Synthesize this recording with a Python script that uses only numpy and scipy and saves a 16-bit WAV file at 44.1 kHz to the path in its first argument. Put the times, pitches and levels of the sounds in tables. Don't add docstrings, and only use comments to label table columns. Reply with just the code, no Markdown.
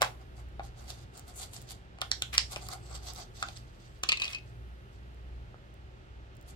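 import sys
import numpy as np
from scipy import signal
from scipy.fft import rfft, irfft, next_fast_len
from scipy.io import wavfile
from scipy.ndimage import uniform_filter1d

SR = 44100
rng = np.random.default_rng(int(sys.argv[2]) if len(sys.argv) > 2 else 0)


def put_to_file(sound):
    columns = np.atleast_2d(sound).T
    safe = np.clip(columns, -1, 1)
    whole_steps = np.round(safe * 32767)
    wavfile.write(sys.argv[1], SR, whole_steps.astype(np.int16))


def nominal_scale(level):
    x = np.asarray(level, float) / 20
    return 10 ** x


N = 288855

# centre in Hz, width in Hz, level in dB.
RIM_MODES = [(1770, 190, -24), (2220, 500, -20.5), (2900, 1400, -5), (3960, 250, -13.5), (4480, 147, -10.5),
             (5260, 400, -8.5), (5760, 300, -7.5), (7035, 320, -3), (8540, 110, -12.5)]
# centre in Hz, width in Hz, level in dB.
WALL_MODES = [(760, 120, 10), (1100, 260, -0.5), (1330, 170, 0.5), (2090, 200, 0)]
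# centre in Hz, width in Hz, level in dB.
BENCH_MODES = [(330, 290, -2), (560, 140, -7.5)]


def rim_snaps():
    # time in seconds, peak in dB, own ring in Hz, cup wall and treble in dB against the peak. Mostly
    # rim snaps; 0.887 and 2.5145 s are sharp starts of slides, 2.131 s echoes the snap before it, and at 4.0333
    # and 4.036 s the lid first strikes the bench.
    snaps = [(0.0105, -39, 3600, -20, -30), (0.0186, -8, 4040, -24, -6.5), (0.0273, -16, 2030, -27, -15),
             (0.046, -26, 2800, -16, -22), (0.880, -38, 4430, -24, -19), (0.887, -44, 7000, -24, -12),
             (0.9035, -26, 3690, -10, -11), (1.5349, -31.5, 7960, -40, -23),
             (1.5643, -29.5, 5400, -14.5, -25), (1.9864, -49.5, 1820, 10.5, -23),
             (2.0084, -43.5, 3560, 3.5, -20.5), (2.0159, -13.5, 3360, -49, -11.5),
             (2.1155, -6.5, 4680, -56, -24), (2.131, -28.5, 4636, -28, -25.5),
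             (2.2216, -10.5, 3500, -23, -14), (2.3798, 1.5, 5000, -27, -32), (2.395, -26.5, 4700, -28, -30),
             (2.409, -26, 5000, -24, -28.5), (2.5145, -35, 5200, -22, -10), (2.5607, -21.5, 2230, -11, -24),
             (2.6866, -26.5, 4930, -25, -3.5), (3.4267, -20.5, 3060, -25, -11.5),
             (3.4285, -26, 4900, -30, -30), (3.486, -27, 2700, -24, -29), (3.5732, -34, 4870, -23, -26),
             (4.0333, -21.5, 3620, -29, -6.5), (4.036, -12.5, 4150, -38, -43)]
    return knocks(snaps, RIM_MODES, WALL_MODES, own_width=850, own_db=0.67, tick_hz=8500,
                  rattle=0.031, ms=1, soft_hz=8600)


def lid_bounces():
    # time in seconds, peak in dB, own ring in Hz, treble in dB against the peak.
    bounces = [(4.0888, -13, 4460, -17), (4.093, -11.5, 2620, -40), (4.1193, -10.5, 3650, -37),
               (4.126, -13, 2580, -40), (4.172, -24, 3480, -20), (4.199, -20, 4430, -31),
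               (4.219, -15.5, 3870, -47), (4.2371, -25.5, 4470, -32), (4.2432, -18.5, 4460, -41),
               (4.2539, -22, 4480, -39), (4.2613, -31, 4000, -30), (4.279, -24, 3330, -33),
               (4.3004, -40, 4600, -25), (4.312, -39, 4560, -27), (4.331, -29, 4500, -31),
               (4.3473, -24, 4580, -49), (4.361, -39, 2560, -40), (4.384, -38, 2600, -36)]
    # centre in Hz, width in Hz, level in dB.
    lid_modes = [(1220, 210, -9), (2166, 34, 2.5), (3050, 190, 2), (3690, 71, -6), (3930, 160, -5),
                 (4190, 54, -8), (4480, 62, -16), (4680, 37, -25), (5060, 81, -13),
                 (2518, 22, 10), (2548, 16, 17), (2630, 24, 10), (2690, 30, 3), (2815, 36, 5)]
    bench_db = -24.5
    rows = [(s, db, hz, bench_db, treble_db) for s, db, hz, treble_db in bounces]
    return knocks(rows, lid_modes, BENCH_MODES, own_width=270, own_db=1.8, tick_hz=9000,
                  rattle=0.062, ms=3.07, soft_hz=9000)


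def cup_thuds():
    # time in seconds, peak in dB, own ring in Hz, bench in dB against the peak. The rows at 0.604 and
    # 3.436 s are echoes of the thuds just before them.
    thuds = [(0.0185, -11.5, 840, -48), (0.0203, -12, 1114, -26), (0.028, -13.5, 1050, -50),
             (0.05, -37, 1050, -25), (0.062, -32, 830, -28), (0.595, -28.5, 760, -12),
             (0.604, -34.5, 1100, -29), (0.634, -51, 740, -18), (2.019, -21.5, 1810, -27),
             (2.221, -25.5, 1480, -46.5), (2.332, -36, 1248, -14), (2.379, -26, 1650, -41.5),
             (2.565, -34, 680, 3.5), (2.689, -34.5, 1190, -29), (3.426, -17.5, 1370, -40),
             (3.436, -28, 1660, -25), (3.487, -36, 660, -20), (4.035, -24, 1170, -7), (5.543, -47, 1300, 8)]
    # centre in Hz, width in Hz, level in dB.
    cup_modes = [(771, 60, 10.5), (843, 95, -5), (1085, 90, 4), (1380, 260, 8), (2040, 220, 2)]
    treble_db = -34.5
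    rows = [(*row, treble_db) for row in thuds]
    return knocks(rows, cup_modes, BENCH_MODES, own_width=130, own_db=11.0, tick_hz=2500,
                  rattle=0.031, ms=1.76, soft_hz=2280)


def nail_and_sieve_ticks():
    # time in seconds, peak in dB, own ring in Hz. The row at 1.1463 s is the sharp start of a slide.
    ticks = [(0.4874, -56, 5420), (1.1463, -51, 6590), (1.1767, -33.5, 7600), (1.1947, -32, 6900),
             (1.3598, -44, 7700), (1.617, -36.5, 9150), (1.6244, -37, 8860), (3.1356, -30.5, 7600),
             (3.1484, -38, 7030), (3.99, -59, 8100), (5.1454, -54, 5260), (5.7414, -50, 8600),
             (6.352, -51.5, 9000), (6.3679, -46, 7680), (6.4126, -47, 5410), (6.4264, -51, 8100)]
    wall_db, treble_db = -49, -5.5
    rows = [(*row, wall_db, treble_db) for row in ticks]
    return knocks(rows, RIM_MODES[-2:], WALL_MODES, own_width=4300, own_db=3.0, tick_hz=16000,
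                  rattle=0.11, ms=0.32)


def knocks(rows, modes, low_modes, own_width, own_db, tick_hz, rattle, ms, soft_hz=16000):
    size, lead = 8192, 256
    out = np.zeros(N + size)
    t = (np.arange(size) - lead) / SR
    creak = 0.15 * np.exp(np.minimum(t, 0) / 0.002)
    decay = np.exp(-np.maximum(t, 0) * 1000 / max(ms, 0.05))
    swell = np.where(t < 0, creak, decay)
    bursts = rng.standard_normal((len(rows), 1024))
    for (s, db, hz, low_db, treble_db), noise in zip(rows, bursts):
        burst = rattle * np.pad(noise ** 3, (0, size - 1024)) * swell
        burst[lead + 24] = 1
        push = below(burst, soft_hz)
        ring = body(push, modes) + nominal_scale(own_db) * resonate(push, hz, own_width)
        low = body(push, low_modes)
        cracks = 0.3 * np.pad(noise, (0, size - 1024)) * swell
        tick = below(below(above(burst + cracks, tick_hz), 15000), 15000)
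        parts = (db, ring), (db + low_db, low), (db + treble_db, tick)
        sound = sum(nominal_scale(peak_db) * part / abs(part).max() for peak_db, part in parts)
        start = round(s * SR) - lead
        out[start:start + size] += sound
    return out[:N]


def rubbing():
    # start in seconds, hold in seconds, rub in dB,
    # cup wall and whistle in dB against the rub.
    slides = [(0.21, 0.0045, -70.5, 8.5, -21), (0.37, 0.025, -62.5, 0, -8), (0.64, 0.028, -63.5, -1.5, -4),
              (0.78, 0.079, -63, 1, -5.5), (0.895, 0.0035, -49, -5, -5), (0.94, 0.091, -64, 0, -5.5),
              (1.15, 0.043, -59, 3.5, -3.5), (1.28, 0.023, -59, 2, -3), (1.365, 0.032, -54.5, -8, 2.5),
              (1.415, 0.023, -46, -7, -3.5), (1.535, 0.033, -54.5, -6, 3), (1.61, 0.039, -67.5, -2, -6),
              (1.7, 0.016, -47, -11.5, -5.5), (2.51, 0.056, -51.5, -0.5, -8), (2.62, 0.05, -54, -3.5, -5.5),
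              (2.715, 0.023, -49.5, 3, -2.5), (6.485, 0.02, -60, -3, -2.5)]
    # start in seconds, hold in seconds,
    # rub in dB, cup wall and whistle in dB against the rub.
    twists = [(2.83, 0.061, -63.5, -1, -1.5), (2.9, 0.019, -63, 4, 1.5), (2.95, 0.0089, -46.5, -3, -4),
              (3.035, 0.023, -53.5, -3, -6), (3.072, 0.035, -47.5, -5.5, -15),
              (3.16, 0.062, -50, -4.5, -11), (3.35, 0.027, -60.5, -8, -7), (3.405, 0.018, -54.5, -4, -8),
              (3.44, 0.093, -59, -7, -15), (3.568, 0.0042, -53.5, -9, -1), (3.6, 0.17, -72, -3, -10),
              (3.8, 0.18, -68, -37, -8), (4.46, 0.041, -70, -8, -8.5), (4.93, 0.031, -70.5, -15, -7.5)]
    # start in seconds, hold in seconds, rub in dB,
    # cup wall and whistle in dB against the rub.
    skids = [(0.012, 0.014, -44, 10, -24.5), (0.022, 0.0053, -35.5, -13, -21),
             (2.33, 0.029, -37.5, -28, -36.5), (2.514, 0.014, -60.5, -13, 7.5), (4.2, 0.13, -52, -9, -24)]
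    # centre in Hz, width in Hz, level in dB.
    rub_modes = [(2330, 1700, 2), (3500, 730, 1.5), (4600, 1070, 8), (6026, 1100, 1.5), (6700, 1400, 5.5)]
    # centre in Hz, width in Hz, level in dB.
    skid_modes = [(1300, 350, 4.5), (2310, 1400, 14.5), (4230, 6000, -4.5)]
    # centre in Hz, width in Hz, level in dB.
    whistle_modes = [(7160, 3000, 0.1)]
    # centre in Hz, width in Hz, level in dB.
    lip_modes = [(7550, 950, 0.1)]
    # frequency in Hz, level in dB per Hz.
    fizz_colour = [(5180, -15), (6500, -15), (9500, 2), (13600, -5.5), (15000, -14.5), (16000, -30),
                   (16500, -43)]

    grip = nominal_scale(2.2 * evened(uniform_filter1d(rng.standard_normal(N), 130)))
    slip_size = nominal_scale(3.1 * np.minimum(rng.exponential(1, (3, N)), 5))
    both, left, right = grip * rng.standard_normal((3, N)) * slip_size
    slips = both + 3.3 * np.array([left, right])
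    rim = above(body(slips, rub_modes), 1200)
    rim = below(rim, 6880)
    skidding = body(slips, skid_modes)
    wall = body(slips, WALL_MODES)
    whistle = body(body(slips, whistle_modes), whistle_modes)
    fizz = shaped(slips, lambda hz: nominal_scale(read(fizz_colour, hz)))
    lip = body(body(slips, lip_modes), lip_modes)

    slide = stroke_gains(slides, rise_db_per_s=749)
    twist = stroke_gains(twists, rise_db_per_s=749)
    skid = stroke_gains(skids, rise_db_per_s=4007)
    fizz_gain = nominal_scale(0.5) * (slide + skid)[2] + nominal_scale(-8.5) * twist[0]
    layers = [(rim, (slide + twist)[0]), (skidding, skid[0]), (wall, (slide + twist + skid)[1]),
              (whistle, (slide + skid)[2]), (fizz, fizz_gain), (lip, twist[2])]
    span = round(0.02 * SR)
    wander = rng.standard_normal((len(layers), N))
    wander = uniform_filter1d(uniform_filter1d(wander, span), span)
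    return sum(evened(layer) * gain * nominal_scale(2.5 * evened(w)) for (layer, gain), w in zip(layers, wander))


def stroke_gains(rows, rise_db_per_s):
    fall_db_per_s = 522.5
    t, gain = np.arange(N) / SR, np.zeros((3, N))
    for s, hold, db, wall_db, whistle_db in rows:
        span = slice(round(max(s - 0.1, 0) * SR), round((s + hold + 0.15) * SR))
        rise_db = rise_db_per_s * np.maximum(s - t[span], 0)
        fall_db = fall_db_per_s * np.maximum(t[span] - s - hold, 0)
        gain[:, span] += nominal_scale(db - rise_db - fall_db) * nominal_scale(np.array([[0], [wall_db], [whistle_db]]))
    return gain


def shop(x):
    # frequency in Hz, time to fall by 60 dB in seconds.
    decay_times = [(300, 0.46), (1000, 0.16), (3000, 0.2), (6000, 0.23), (12000, 0.36)]
    # delay in milliseconds, level in dB.
    early = [(1.6, -11.5), (2.5, -28), (8.5, -19.5), (11, -29), (14.5, -38.5), (28, -33.5)]
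    # frequency in Hz, level in dB.
    absorption = [(300, -7.5), (600, -7), (900, 0), (2000, -4.5), (3500, -4.5), (5500, -6.5), (8000, -13),
                  (12000, -18.5)]

    taps = np.zeros((3, 2, SR // 2))
    jitter = rng.integers(0, 20, (3, 2, (SR // 2 - 121) // 20))
    at = np.arange(120, SR // 2 - 20, 20) + jitter
    np.put_along_axis(taps, at, rng.choice([-1., 1.], at.shape), 2)
    hz, t, z = signal.stft(taps, SR, nperseg=128)
    t60 = np.maximum(read(decay_times, hz), 0.03)[:, None]
    tail = signal.istft(z * nominal_scale(-60 * t / t60), SR, nperseg=128)[1]
    build_s = 0.0022
    tail *= 1 - np.exp(-(np.arange(tail.shape[-1]) / (build_s * SR)) ** 2)
    tail /= np.linalg.norm(tail[0, 0])
    echoes = np.zeros((2, 2048))
    for ms, db in early:
        echoes[:, round(ms * SR / 1000)] += nominal_scale(db) * np.array([0.8, 1.1])
    phase = np.arange(3)[:, None] / 3 + 4.3 * np.arange(N) / SR
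    turns = np.cos(np.pi * phase) * np.sqrt(2 / 3)
    late = signal.fftconvolve((turns * x)[:, None], tail, axes=2).sum(0)[:, :N]
    late = shaped(late, lambda hz: nominal_scale(read(absorption, hz)))
    return late + below(signal.oaconvolve(x[None], echoes, axes=1)[:, :N], 6130)


def room_tone():
    # time in seconds, level in dB.
    gain_drift = [(0.0, -49), (0.95, -49), (1.5, -49), (1.55, -51), (1.6, -46.5), (1.68, -50),
                  (2.81, -47.5), (4.01, -51), (4.6, -50), (5.51, -49.5), (5.56, -51), (6.55, -49.5)]
    # frequency in Hz, level in dB per Hz.
    rumble_colour = [(15, -58), (25, -23.5), (54, -6), (87, -2), (119, -4), (151, -10), (259, -19),
                     (361, -15), (465, -20.5), (502, -20.5), (900, -23), (1170, -73), (1980, -120)]
    # frequency in Hz, level in dB per Hz.
    hiss_colour = [(530, -7.5), (900, -18), (942, -7.5), (1330, 1.5), (2160, -5.5), (2250, -7.5),
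                   (2770, -6.5), (8000, -24), (10400, -62), (17600, -120)]
    # frequency in Hz, level in dB per Hz.
    thin_colour = [(4710, -41), (8000, -14.5), (8810, 10.5), (10600, -1.5), (12900, 6.5), (14900, -5.5),
                   (15900, -19), (16500, -27.5)]
    # time in seconds, level in dB.
    stirs = [
        (0.02, -81),
        (2.02, -73.5),
        (4.1, -83.5),
    ]
    # frequency in Hz, coherence from 0 to 1.
    coherence = [(60, 0.935), (200, 1), (400, 0.073), (650, 0.3), (1400, 0.79), (2600, 0.33),
                 (5000, 0.0699), (12000, 0.035)]
    # frequency in Hz, left minus right in dB.
    balance = [(60, -0.5), (130, -1.0), (290, 0), (640, 2.5), (1410, -0.5), (3100, -7.5), (6820, -2),
               (15000, 7)]
    # centre in Hz, width in Hz, level in dB against the rumble.
    hum_lines = [(41.1, 4, -12), (61.3, 3.9, -1.5), (119.04, 5.74, -6.5), (376.2, 46, -19)]
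    # frequency in Hz, level in dB against the rumble.
    hum_cores = [(41.0, -10), (59.8, -2)]

    def alike(hz):
        return np.clip(read(coherence, hz), 0, 1)

    a, b = rng.standard_normal((2, N))
    other = shaped(a, alike) + shaped(b, lambda hz: np.sqrt(1 - alike(hz) ** 2))
    pair = np.array([a, other])
    rumble, hiss, thin = (evened(shaped(pair, lambda hz: nominal_scale(read(colour, hz))))
                          for colour in (rumble_colour, hiss_colour, thin_colour))
    t = np.arange(N) / SR
    hum = np.zeros(N)
    for hz, width, db in hum_lines:
        noise = rng.standard_normal(N + SR)
        hum += nominal_scale(db) * evened(resonate(resonate(noise, hz, width), hz, width)[SR:])
    for hz, db in hum_cores:
        hum += nominal_scale(db) * np.sqrt(2) * np.sin(2 * np.pi * hz * t)
    drift_db = np.interp(t, *np.transpose(gain_drift)) + 49.0
    sink_db_per_s = 7.0
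    thin_gain = nominal_scale(-95.5) + sum((t > s) * nominal_scale(db - sink_db_per_s * (t - s)) for s, db in stirs)
    air = nominal_scale(-50.5 + drift_db) * (nominal_scale(-3.0) * rumble + hum)
    air = air + nominal_scale(-62 + 0.34 * drift_db) * hiss
    air = air + thin_gain * thin
    return ports(*air, balance, lead_samples=16.16, turn=[(100, 0.17), (2000, -0.308), (8000, 0.018)])


def ports(left, right, balance, lead_samples, turn):
    def right_response(hz):
        phase = 2 * np.pi * hz * lead_samples / SR + read(turn, hz)
        return nominal_scale(-read(balance, hz) / 2) * np.exp(-1j * phase)

    left = shaped(left, lambda hz: nominal_scale(read(balance, hz) / 2))
    return np.array([left, shaped(right, right_response)])


def body(x, modes):
    return sum(nominal_scale(db) * resonate(x, hz, width) for hz, width, db in modes)


def resonate(x, hz, width):
    return signal.lfilter(*signal.iirpeak(min(hz, SR / 2.2), hz / width, SR), x)


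def shaped(x, response):
    size = next_fast_len(N + 4096)
    return irfft(rfft(x, size) * response(np.fft.rfftfreq(size, 1 / SR)), size)[..., :N]


def read(points, hz):
    f, value = np.transpose(points)
    return np.interp(np.log(hz + 1), np.log(f + 1), value)


def evened(x):
    return x / np.sqrt(np.mean(x ** 2) + 1e-20)


def above(x, hz):
    return signal.sosfilt(signal.butter(4, min(hz, 15000), "high", fs=SR, output="sos"), x)


def below(x, hz):
    return signal.sosfilt(signal.butter(2, min(hz, 20000), fs=SR, output="sos"), x)


def scene():
    # frequency in Hz, left minus right in dB.
    near_balance = [(600, 1.5), (1800, -1.5), (2600, 5.5), (3600, -9.5), (4300, -6.5), (6300, -4.5),
                    (8500, 7.5), (13000, -3.5)]
    # frequency in Hz, phase in radians.
    near_turn = [(1800, -0.4), (2300, -0.6), (2600, -1.1), (3300, -1.9), (4100, -1.1), (5200, -0.8),
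                 (8000, 0), (9500, 1.4), (11000, 3.6), (13000, 1.5)]
    cup = rim_snaps() + cup_thuds()
    small = nail_and_sieve_ticks() + lid_bounces()
    rub = rubbing()
    echoes = shop(cup + nominal_scale(-1.5) * small + rub[0])
    near = cup + small + rub + echoes
    return ports(*near, near_balance, lead_samples=11.2, turn=near_turn) + room_tone()


def low_pass(x):
    return signal.sosfilt(signal.butter(12, 16640, fs=SR, output="sos"), x)


def record(dry):
    limited = np.clip(above(dry, 34.6), -0.95, 0.95)
    edge = signal.firwin(255, 16150, window=("kaiser", 8), fs=SR)
    mix = signal.oaconvolve(limited, edge[None], "same")
    return low_pass(mix)


dry = scene()
out = record(dry)
put_to_file(out)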